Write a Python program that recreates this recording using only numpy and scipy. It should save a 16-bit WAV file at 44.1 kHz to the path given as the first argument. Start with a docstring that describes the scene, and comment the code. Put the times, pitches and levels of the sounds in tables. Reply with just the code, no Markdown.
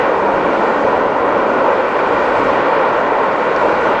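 """A steady, hollow roar: a gas well burning at a drilling rig, far off across snow.
The escaping gas roars, the flames billow and rumble under it, and its hiss swells and fades in the
moving air. An echo close behind the direct sound, probably off the ground, makes the roar hollow.
One faint snap comes near the end."""
import sys
import numpy as np
from scipy import signal
from scipy.io import wavfile

SR = 44100
rng = np.random.default_rng(int(sys.argv[2]) if len(sys.argv) > 2 else 0)


def output_pcm(signal):
    """Save a mono or channel-first signal as 16-bit PCM at the path in sys.argv[1].

    Samples are clipped to [-1, 1] before scaling.
    """
    pcm = np.clip(np.atleast_2d(signal).T, -1, 1) * 32767
    wavfile.write(sys.argv[1], SR, np.round(pcm).astype(np.int16))


N = 176400
FRAME, HOP = 1024, 256  # samples
BIN_HZ = np.fft.rfftfreq(FRAME, 1 / SR)


def amp(db):
    """Decibels to gain."""
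    return 10 ** (np.asarray(db) / 20)


def unit_rms(x):
    """Scales to rms 1."""
    return x / np.sqrt(np.mean(x ** 2) + 1e-20)


def at_bins(points):
    """Table value at each bin, on a log-frequency axis."""
    freq_hz, value = np.transpose(points)
    return np.interp(np.log(BIN_HZ + 1), np.log(freq_hz + 1), value)


def envelope(points, trim_db):
    """Gain per sample from a level curve plus a trim."""
    return amp(trim_db + np.interp(np.arange(N) / SR, *np.transpose(points)))


def eddies(shape, length_s, width_hz):
    """Smooth random field over time and frequency, rms 1."""
    per_s = np.fft.fftfreq(shape[0], HOP / SR)[:, None]
    per_hz = np.fft.rfftfreq(shape[1], SR / FRAME)
    blur = np.exp(-2 * ((per_s * length_s) ** 2 + (per_hz * width_hz) ** 2))
    field = np.fft.rfft2(rng.standard_normal(shape))
    return unit_rms(np.fft.irfft2(field * blur, shape))


def turbulence(spectrum, path, flare_db, eddy_s, eddy_hz):
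    """Noise of rms 1 whose bands flare as eddies pass, coloured by its path."""
    noise = rng.standard_normal(path.shape) + 1j * rng.standard_normal(path.shape)
    band_db = at_bins(spectrum) + flare_db * eddies(path.shape, eddy_s, eddy_hz)
    top_hz = spectrum[-1][0]
    rolloff = np.maximum(BIN_HZ / top_hz, 1) ** -4
    frames = noise * path * amp(band_db) * rolloff
    _, wave = signal.istft(frames.T, nperseg=FRAME, noverlap=FRAME - HOP)
    return unit_rms(wave[:N])


# Jet spectra: freq_hz, relative_db
ROAR_SPECTRUM = [(150, -40.5), (300, -13.5), (420, -1.5), (540, 1), (700, -3), (860, -0.5), (1080, -3),
                 (1300, -10), (1700, -25), (2400, -40.5)]
RUSH_SPECTRUM = [(800, -23.5), (1200, 0.5), (1520, -0.5), (1700, -4.5), (2380, -9.5), (2900, -16),
                 (3600, -22.5), (4600, -29), (6000, -42), (9000, -64)]
HISS_SPECTRUM = [(2500, -22.5), (4600, 1), (6000, -0.5), (7500, -4.5), (8700, -13), (9700, -25.5)]
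# Jet swells: time_s, level_db
ROAR_SWELL = [(0.0, -16), (0.46, -14.0), (0.52, -16), (0.64, -14), (0.78, -16.5), (0.9, -14), (1.1, -15.9),
              (1.3, -14), (1.6, -15), (1.66, -13), (1.9, -18), (1.96, -15.5), (2.9, -14), (3.52, -16),
              (3.64, -13.5), (3.74, -16), (3.92, -14), (4.0, -18)]
RUSH_SWELL = [(0.0, -20.5), (0.1, -24), (0.24, -25.5), (0.52, -23), (0.74, -23.5), (0.98, -24), (1.12, -26),
              (1.22, -25.5), (1.4, -24), (1.64, -24), (1.7, -23.6), (2.28, -21.5), (2.36, -22), (2.58, -21),
              (3.16, -24), (4.0, -21)]
HISS_SWELL = [(0.0, -51), (0.22, -52), (0.42, -50.2), (0.88, -49), (1.06, -53), (1.48, -51.5), (1.8, -51),
              (2.14, -49.5), (2.4, -46.5), (2.72, -52), (3.04, -51), (3.12, -52.0), (3.88, -47.5),
              (4.0, -55)]


def gas_jet(path):
    """Turbulent escaping gas: a dense roar, a rush above it, a thin hiss on top."""
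    roar = turbulence(ROAR_SPECTRUM, path, flare_db=0.73, eddy_s=0.089, eddy_hz=100)
    rush = turbulence(RUSH_SPECTRUM, path, flare_db=0.53, eddy_s=0.05, eddy_hz=500)
    hiss = turbulence(HISS_SPECTRUM, path, flare_db=1.5, eddy_s=0.025, eddy_hz=900)
    return (roar * envelope(ROAR_SWELL, trim_db=0.52)
            + rush * envelope(RUSH_SWELL, trim_db=0.17)
            + hiss * envelope(HISS_SWELL, trim_db=-1.5))


# Flame spectra: freq_hz, relative_db
RUMBLE_SPECTRUM = [(18, -13), (38, -6.5), (75, -7), (105, -5), (135, 0.5), (180, -2), (300, -18)]
BILLOW_SPECTRUM = [(120, -28), (190, -12.5), (220, -4.5), (310, 1), (420, -2.5), (700, -34.5)]
# Flame swells: time_s, level_db
RUMBLE_SWELL = [(0.0, -38.2), (0.24, -39.5), (0.32, -34), (0.8, -42.5), (0.86, -36.1), (1.18, -39.5),
                (1.62, -38.5), (1.76, -44), (2.12, -36.5), (2.22, -37.5), (2.48, -33), (2.64, -39.5),
                (3.2, -41), (3.44, -41), (3.72, -36.5), (4.0, -39.8)]
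BILLOW_SWELL = [(0.0, -23.5), (0.22, -23), (0.36, -21), (0.48, -17.5), (0.76, -21), (0.84, -20),
                (1.22, -25), (1.44, -20.5), (1.82, -23.5), (1.92, -23.5), (2.08, -23.0), (2.38, -23),
                (2.62, -20.5), (2.8, -25), (3.02, -24), (3.54, -25), (3.7, -24.5), (4.0, -24.5)]


def flames(path):
    """Billowing flames: a lumpy low roar over a deep rumble."""
    rumble = turbulence(RUMBLE_SPECTRUM, path, flare_db=0.4, eddy_s=0.12, eddy_hz=80)
    billow = turbulence(BILLOW_SPECTRUM, path, flare_db=1.15, eddy_s=0.15, eddy_hz=100)
    return (rumble * envelope(RUMBLE_SWELL, trim_db=0.05)
            + billow * envelope(BILLOW_SWELL, trim_db=-1.84))


# Echo strength: freq_hz, ratio_to_direct
ECHO_STRENGTH = [(200, 0.088), (520, 0.29), (1000, 0.18), (1800, 0.38), (2300, .32), (3000, 0.1),
                 (5000, .04)]


def ground_echo(spacing_hz=455.7, phase_cycles=0.18, drift_ratio=0.0043):
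    """Comb gain per frame and bin: direct sound plus an echo whose delay drifts in moving air."""
    t = np.arange(N // HOP + 5) * HOP / SR
    drift = sum(np.sin(2 * np.pi * (rate_hz * t + rng.random())) / np.sqrt(rate_hz)
                for rate_hz in np.geomspace(0.2, 4, 20))
    delay_s = (1 + drift_ratio * unit_rms(drift)[:, None]) / spacing_hz
    echo = at_bins(ECHO_STRENGTH) * np.exp(2j * np.pi * (BIN_HZ * delay_s - phase_cycles))
    return abs(1 + echo)


def snap(time_s=3.5633, level_db=-20, pitch_hz=4700, width_s=0.00013, echo_s=0.0009, echo_db=-6):
    """One small dry snap with two quick, fading reflections."""
    bounce = np.arange(3)[:, None]
    t = np.arange(N) / SR - time_s - bounce * echo_s
    pulses = np.exp(-0.5 * (t / width_s) ** 2) * np.sin(2 * np.pi * pitch_hz * t)
    return (amp(level_db + bounce * echo_db) * pulses).sum(0)


def scene():
    """Flames and jet share one path over the snow; the snap is added directly."""
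    path = ground_echo()
    return (flames(path) + gas_jet(path) + snap())[None]


def record(dry):
    """Steep low-pass band limit."""
    cutoff_hz = 9750
    taps = signal.firwin(511, cutoff_hz, window=("kaiser", 9), fs=SR)
    return signal.oaconvolve(dry, taps[None], "same")


dry = scene()
out = record(dry)
output_pcm(out)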